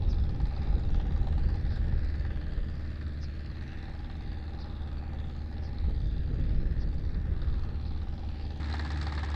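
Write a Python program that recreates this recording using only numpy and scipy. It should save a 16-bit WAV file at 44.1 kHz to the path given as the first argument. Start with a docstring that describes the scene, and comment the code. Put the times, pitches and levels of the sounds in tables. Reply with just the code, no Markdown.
"""In a field, two diesel tractors crawl at steady revs, one pulling a root harvester whose chains clink.
Periodic firings give each exhaust a line spectrum and set the leading engine's metal parts knocking.
Turbulent wind buffets the microphone in two long gusts, and a small bird chirps about once a second.
Near the end the scene jumps to a close, sheltered spot, where the leading engine knocks much louder."""
import sys
import numpy as np
from scipy import signal
from scipy.fft import rfft, irfft, next_fast_len
from scipy.io import wavfile
from scipy.ndimage import uniform_filter1d, map_coordinates

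SR = 44100
rng = np.random.default_rng(int(sys.argv[2]) if len(sys.argv) > 2 else 0)


def pcm_store(signal):
    """Save signal as 16-bit PCM."""
    levels = np.round(np.clip(np.atleast_2d(signal), -1, 1) * 32767)
    wavfile.write(sys.argv[1], SR, levels.astype(np.int16).T)


N = 412335
T = np.arange(N) / SR


def far_tractor():
    """Periodic combustion heard from afar: a varying boom, a steady hum and clatter that follows load."""
    # Each row: time in seconds, firings per second.
    speed = [(0, 73.7), (1.2, 73.55), (3, 73.53), (5, 73.55), (7, 73.5), (8.6, 73.54)]
    # Exhaust lines. Each row: multiple of the firing rate, relative level in dB.
    note = [(0.25, -6), (0.5, -20), (0.75, -16), (1, 2.5), (1.25, -9.5), (1.5, -12.5), (1.75, -17),
            (2, -23.5), (2.25, -22.5), (2.5, -34), (2.75, -20), (3, -19), (3.25, -27), (3.5, -30),
            (3.75, -31.5), (4, -21.5), (4.25, -25), (4.5, -24.5), (4.75, -35), (5, -49.5), (5.25, -34)]
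    # Clatter spectrum. Each row: frequency in Hz, relative density in dB.
    colour = [(700, -7.5), (770, 3.5), (830, 2.5), (920, -7), (1080, -9.5), (1280, -7), (1480, -9.5),
              (1750, -5.5), (2130, -13), (2680, -14), (3040, -20), (3650, -12), (4600, -13), (5950, -34),
              (7900, -42.5), (9500, -49.5), (13000, -71)]
    # Engine load. Each row: time in seconds, gain of the clatter in dB.
    load = [(0, 0), (1, 0.5), (2.2, -0.5), (2.9, 0), (3.9, -0.5), (5, -1.87), (6.1, -1.4), (7.2, -2.4),
            (8.6, 0.5)]
    # The lowest exhaust lines. Each row: time in seconds, level in dB.
    boom_levels = [(0, -33), (1.3, -34.5), (2.1, -31.5), (2.5, -37), (3.1, -35.5), (3.9, -43), (4.9, -37),
                   (7.2, -35), (8.6, -37)]
    # Three ringing parts. Each row: time in seconds, level in dB before the load's gain.
    bonnet = [(0, -57), (1, -54.5), (1.8, -59.5), (2.7, -69), (3.4, -66), (3.9, -56.5), (5.6, -57),
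              (6.4, -62.5), (7.9, -57.5)]
    sump = [(0, -62.5), (1.4, -59.5), (1.9, -64), (4.3, -63), (4.9, -56.5), (5.5, -63), (6.7, -63.5),
            (7.5, -55.5), (8.6, -68)]
    block = [(0, -64.5), (1.5, -59), (2.25, -55), (2.8, -59.5), (3.9, -55.5), (4.4, -60), (5.5, -61),
             (7.15, -58), (7.8, -63)]
    count = firing_count(speed, first_s=0.020)
    load_db = curve(load)
    firings = combustion(count, load_db, uneven_db=0.84)
    knock = clatter(firings, colour, bonnet_db=curve(bonnet), sump_db=curve(sump), block_db=curve(block),
                    head_db=-65, tick_db=-63.5, pipe_db=-58.5, valve_relative_db=-12, wash=0.96)
    knock = through_air(amp(load_db) * knock, patchy_db=2.8)
    boom = exhaust(count, [line for line in note if line[0] < 1.6], waver_db=0.9)
    hum = exhaust(count, [line for line in note if line[0] > 1.6], waver_db=1.0)
    return amp(curve(boom_levels)) * boom + amp(-49) * hum + knock + rumble(db=-48)


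def near_tractor():
    """Direct sound dominates close to the same engine, so its knocks are hard and bright."""
    # Each row: time in seconds, firings per second.
    speed = [(8.6, 73.04), (9.35, 73.02)]
    # Exhaust lines. Each row: multiple of the firing rate, relative level in dB.
    note = [(0.25, -33), (0.5, -30), (0.75, -14), (1, 3), (1.25, -11.5), (1.5, -29), (1.75, -19), (2, -18),
            (2.25, -19.5), (2.5, -37), (2.75, -21), (3, -21), (3.25, -20), (3.5, -36), (3.75, -26.5),
            (4, -19.5), (4.25, -21), (4.5, -23), (4.75, -34.5), (5, -36), (5.25, -32)]
    # Clatter spectrum. Each row: frequency in Hz, relative density in dB.
    colour = [(690, -1), (810, 8), (980, -2), (1100, -9), (1230, -5), (1500, -9.5), (1680, -1.5),
              (2500, -14.5), (3100, -18.5), (3900, -3), (4600, -5.5), (5950, -30.5), (8000, -34),
              (9500, -50.5), (13000, -59)]
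    count = firing_count(speed, first_s=8.629)
    firings = combustion(count, load_db=np.zeros(N), uneven_db=2.0)
    knock = clatter(firings, colour, bonnet_db=-51.5, sump_db=-51, block_db=-50,
                    head_db=-55, tick_db=-54.5, pipe_db=-55, valve_relative_db=-7, wash=0.45)
    return amp(-32.5) * exhaust(count, note, waver_db=1.2) + knock + rumble(db=-42.5)


def firing_count(speed, first_s):
    """Phase is the integral of rate: a running count of firings, zero at first_s."""
    count = np.cumsum(curve(speed)) / SR
    return count - np.interp(first_s, T, count)


def combustion(count, load_db, uneven_db):
    """Impulsive excitation: four cylinders fire in turn, the first less evenly and harder under load."""
    # Each entry: time in seconds of a knock that stands out.
    loud_knocks = [.401, .943, .999, 1.27, 1.379, 1.489, 2.25, 2.305, 8.739, 8.794, 9.232]
    number = np.arange(np.ceil(count[0]), count[-1])
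    times = np.interp(number, count, T)
    cylinder = np.mod(number, 4).astype(int)
    jitter, first_jitter = rng.standard_normal((len(times), 2)).T
    first_extra_db = 0.32 + 0.6 * np.interp(times, T, load_db) + 0.95 * first_jitter
    force_db = uneven_db * jitter + (cylinder == 0) * first_extra_db
    force_db[np.abs(times[:, None] - loud_knocks).argmin(axis=0)] = 4.5
    return times, cylinder, force_db


def exhaust(count, note, waver_db):
    """Subharmonics: unequal cylinders put lines at each quarter of the firing rate; weak ones waver."""
    lines = []
    for multiple, db in note:
        gain = amp(db + waver_db * (db < -6) * wobble(3))
        lines.append(gain * np.cos(2 * np.pi * (multiple * count + rng.random())))
    return unit(sum(lines))


def clatter(firings, colour, bonnet_db, sump_db, block_db, head_db,
            tick_db, pipe_db, valve_relative_db, wash):
    """Structural resonance: the engine's body rings, injectors and valves tick, and the pipe rasps."""
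    # Each part: low and high band edge in Hz, 60 dB decay time in seconds, share of energy alike from
    # cycle to cycle, weight of the wash, relative levels of the four cylinders in dB.
    bonnet = (700, 1000, .07, .45, .55, (0, -6, -10, -13))
    sump = (1000, 1500, .07, .42, .75, (0, -3.5, -5.5, -8))
    block = (1500, 2100, .08, .45, .65, (0, -2, -4, -7))
    head = (2160, 3440, 0.11, 0.22, 0.83, (-1, -0.5, -2.5, -7.5))
    injectors = (3000, 5400, .026, .1, .6, (0, -2.5, -5, -7.5))
    valves = (5470, 16000, 0.036, .05, 0.72, (-4.5, 0, -7.5, -8))
    pipe = (359, 700, 0.12, .35, 0.49, (-1, 1.5, -5.5, -5))

    def ring(part, spread_db, spectrum=colour):
        return coloured(knocks(firings, part, spread_db, wash), spectrum)

    body_parts = [(bonnet_db, bonnet), (sump_db, sump), (block_db, block), (head_db, head)]
    body = sum(amp(db) * ring(part, spread_db=0.5) for db, part in body_parts)
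    ticks = ring(injectors, spread_db=2.1) + amp(valve_relative_db) * ring(valves, spread_db=2.5)
    rasp = ring(pipe, spread_db=1, spectrum=[(370, -0.5), (470, -2.5), (600, -1), (700, -5)])
    return body + amp(tick_db) * ticks + amp(pipe_db) * rasp


def knocks(firings, part, spread_db, wash):
    """Damped vibration: each cylinder rings a part in its own way, over a wash of scattered sound."""
    times, cylinder, force_db = firings
    low_hz, high_hz, t60, alike, wash_weight, cylinder_db = part
    t = np.arange(SR // 20) / SR
    signature = rng.standard_normal((len(cylinder_db), len(t)))[cylinder]
    ring = np.sqrt(alike) * signature + np.sqrt(1 - alike) * rng.standard_normal(signature.shape)
    size = amp(np.array(cylinder_db)[cylinder] + force_db + spread_db * rng.standard_normal(len(times)))
    bursts = size[:, None] * ring * amp(-60 * t / t60) * (1 - np.exp(-t / 0.0011))
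    diffuse = wash * wash_weight * rng.standard_normal(N)
    return band(unit(scatter(times, bursts)) + diffuse, low_hz, high_hz)


def through_air(x, patchy_db):
    """Scintillation: moving air makes patches of the spectrum swell and fade, the treble most."""
    hz, _, spectrum = signal.stft(x, SR, nperseg=512)
    patches = rng.standard_normal(spectrum.shape)
    for _ in range(2):
        patches = uniform_filter1d(patches, size=5, axis=0)
        patches = uniform_filter1d(patches, size=26, axis=1)
    gain_db = patchy_db * np.clip(hz / 4000, .5, 1)[:, None] * unit(patches)
    return signal.istft(spectrum * amp(gain_db), nperseg=512)[1][:N]


def rumble(db):
    """Random vibration of the running machinery gives a dull, steady noise."""
    return amp(db) * noise([(40, -20), (85, 2.5), (140, -5.5), (200, -14), (320, -15.5),
                            (500, -26), (900, -43), (6000, -120)])


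def wind():
    """Turbulent pressure: eddies thump and flutter on the microphone; the strongest tear into a rustle."""
    # Two long gusts and a lull. Each row: time in seconds, level in dB.
    gusts = [(0, -27.5), (.5, -31.5), (.8, -27), (1.4, -29.5), (1.9, -29.5), (2.15, -35.5), (2.65, -33.5),
             (3.1, -44.5), (4, -40.5), (4.7, -40), (5.5, -43.5), (5.9, -31), (6.15, -31.5), (6.45, -26),
             (6.85, -30.5), (7.4, -30), (8.55, -40.5), (8.65, -50)]
    # Sudden blasts. Each row: time of the peak in seconds, extra level in dB.
    blasts = [(.75, 3), (1.93, 3.5), (5.88, 6.5)]
    # Three noise spectra. Each row: frequency in Hz, relative density in dB.
    buffet_colour = [(4, -30.5), (11, 5), (20, 0.5), (45, 4.5), (65, 0), (90, -9), (150, -34), (600, -120)]
    flutter_colour = [(40, -18), (85, -0.5), (140, -2.5), (200, -11), (300, -19), (500, -26), (900, -49),
                      (6000, -120)]
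    rustle_colour = [(120, -18), (250, 3), (520, 2.5), (800, -19.5), (2000, -38.5), (8000, -120)]
    full_gust_db, blast_s = -26.5, 0.055
    blast_db = sum(db * np.exp(-((T - s) / blast_s) ** 2) for s, db in blasts)
    strength_db = curve(gusts) + 0.64 * wobble(9) + blast_db
    gust_db = strength_db - full_gust_db
    eddies = wobble(22)
    buffet = amp(strength_db) * noise(buffet_colour)
    flutter = amp(-35.5 + 0.96 * gust_db + 1.12 * eddies) * noise(flutter_colour)
    rustle = amp(-53 + 1.6 * gust_db + 2.1 * eddies) * noise(rustle_colour)
    return buffet + flutter + rustle


def second_tractor():
    """A duller, slightly faster engine hunts under the harvester's load, so its partials drift together."""
    # Each row: frequency in Hz, level in dB.
    drone = [(79.1, -53.5), (128.5, -59), (148.2, -60), (158.3, -57), (237.2, -59)]
    clock = T + np.cumsum(0.0032 * wobble(2)) / SR
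    return sum(amp(db + 1.4 * wobble(2.2)) * unit(np.sin(2 * np.pi * (hz * clock + rng.random())))
               for hz, db in drone)


def chains(clink_db, clink_hz, t60, count=110):
    """Random impacts on the harvester's steel chains each excite one damped mode."""
    when, pitch, softness = rng.random((count, 3)).T
    t = np.arange(SR // 25) / SR
    hz = clink_hz * (1 + .25 * (pitch[:, None] - .5))
    ring = np.sin(2 * np.pi * hz * t) * amp(-60 * t / t60) * (1 - np.exp(-t / 0.0005))
    return scatter(when * T[-1], amp(clink_db - 10 * np.sqrt(softness[:, None])) * ring)


def bird(buzz_hz, swing_hz, fall_hz, rasp_hz):
    """Frequency modulation makes a falling whistle buzz and rasp; scattering by trees smears it."""
    # Each row: middle in seconds, level in dB, pitch before the fall in Hz, length in seconds.
    chirps = [(0.111, -54, 5630, 0.04), (1.749, -58, 4930, 0.12), (3.239, -53, 5600, 0.046),
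              (4.618, -54.5, 5060, 0.04), (5.658, -58, 5430, .06), (6.82, -58.5, 5380, 0.046),
              (7.88, -62, 5070, 0.056)]
    song = np.zeros(N)
    rasp = rasp_hz * wobble(1400)
    for s, db, top_hz, length in chirps:
        span = np.abs(T - s) < length
        position = (T[span] - s) / length
        buzz = np.sin(2 * np.pi * buzz_hz * (T[span] - s))
        hz = top_hz - fall_hz * np.clip(position + 0.37, 0, 1) ** 2 + swing_hz * buzz + rasp[span]
        envelope = amp(db) * np.exp(-(position / 0.5) ** 2) * (1 - .5 * buzz)
        song[span] += envelope * np.sin(2 * np.pi * np.cumsum(hz) / SR)
    t = np.arange(SR // 8) / SR
    trees = rng.standard_normal(len(t)) * amp(-60 * t / .04)
    return song + .45 * signal.fftconvolve(song, trees / np.linalg.norm(trees))[:N]


def amp(db):
    """Decibels to amplitude ratio."""
    return 10 ** (np.asarray(db) / 20)


def unit(x):
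    """Normalisation to rms 1."""
    return x / np.sqrt(np.mean(x ** 2) + 1e-20)


def curve(rows):
    """Linear interpolation of (seconds, value) rows at every sample."""
    return np.interp(T, *np.transpose(rows))


def wobble(rate):
    """Smooth random modulation with rate knots a second."""
    return map_coordinates(rng.standard_normal(int(N * rate / SR) + 4), [T * rate])


def filtered(x, gain):
    """Linear filtering: the spectrum of x times a gain that depends on frequency."""
    size = next_fast_len(N + 8192)
    return irfft(rfft(x, size) * gain(np.fft.rfftfreq(size, 1 / SR)), size)[:N]


def coloured(x, points):
    """Spectral shaping by (Hz, relative dB) points, scaled to rms 1."""
    point_hz, db = np.transpose(points)
    return unit(filtered(x, lambda hz: amp(np.interp(np.log(hz + 1), np.log(point_hz + 1), db))))


def noise(points):
    """Gaussian noise shaped by (Hz, relative dB) points, at rms 1."""
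    return coloured(rng.standard_normal(N), points)


def band(x, low_hz, high_hz):
    """Band-pass filtering with twelfth-order slopes."""
    return filtered(x, lambda hz: ((1 + (low_hz / (hz + 1)) ** 24) * (1 + (hz / high_hz) ** 24)) ** -.5)


def scatter(times, sounds):
    """Superposition of the rows of sounds, each starting at its time in seconds."""
    at = np.round(np.asarray(times) * SR).astype(int)[:, None] + np.arange(sounds.shape[1])
    inside = (at >= 0) & (at < N)
    return np.bincount(at[inside], sounds[inside], N)


def scene():
    """The sources add by superposition; the leading tractor jumps from far to near."""
    jump_s, crossfade_s = 8.597, 0.003
    near = np.clip((T - jump_s) / crossfade_s, 0, 1)
    tractor = (1 - near) * far_tractor() + near * near_tractor()
    harvester = second_tractor() + chains(clink_db=-52.5, clink_hz=4050, t60=0.028)
    song = bird(buzz_hz=167, swing_hz=560, fall_hz=1430, rasp_hz=302)
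    return (tractor + harvester + song + wind())[None]


def record(dry):
    """Noise floor and bandwidth: a faint hiss is added and the highest treble is cut off."""
    hiss = amp(-83) * rng.standard_normal(N)
    return filtered(dry[0] + hiss, lambda hz: hz < 14250)[None]


dry = scene()
out = record(dry)
pcm_store(out)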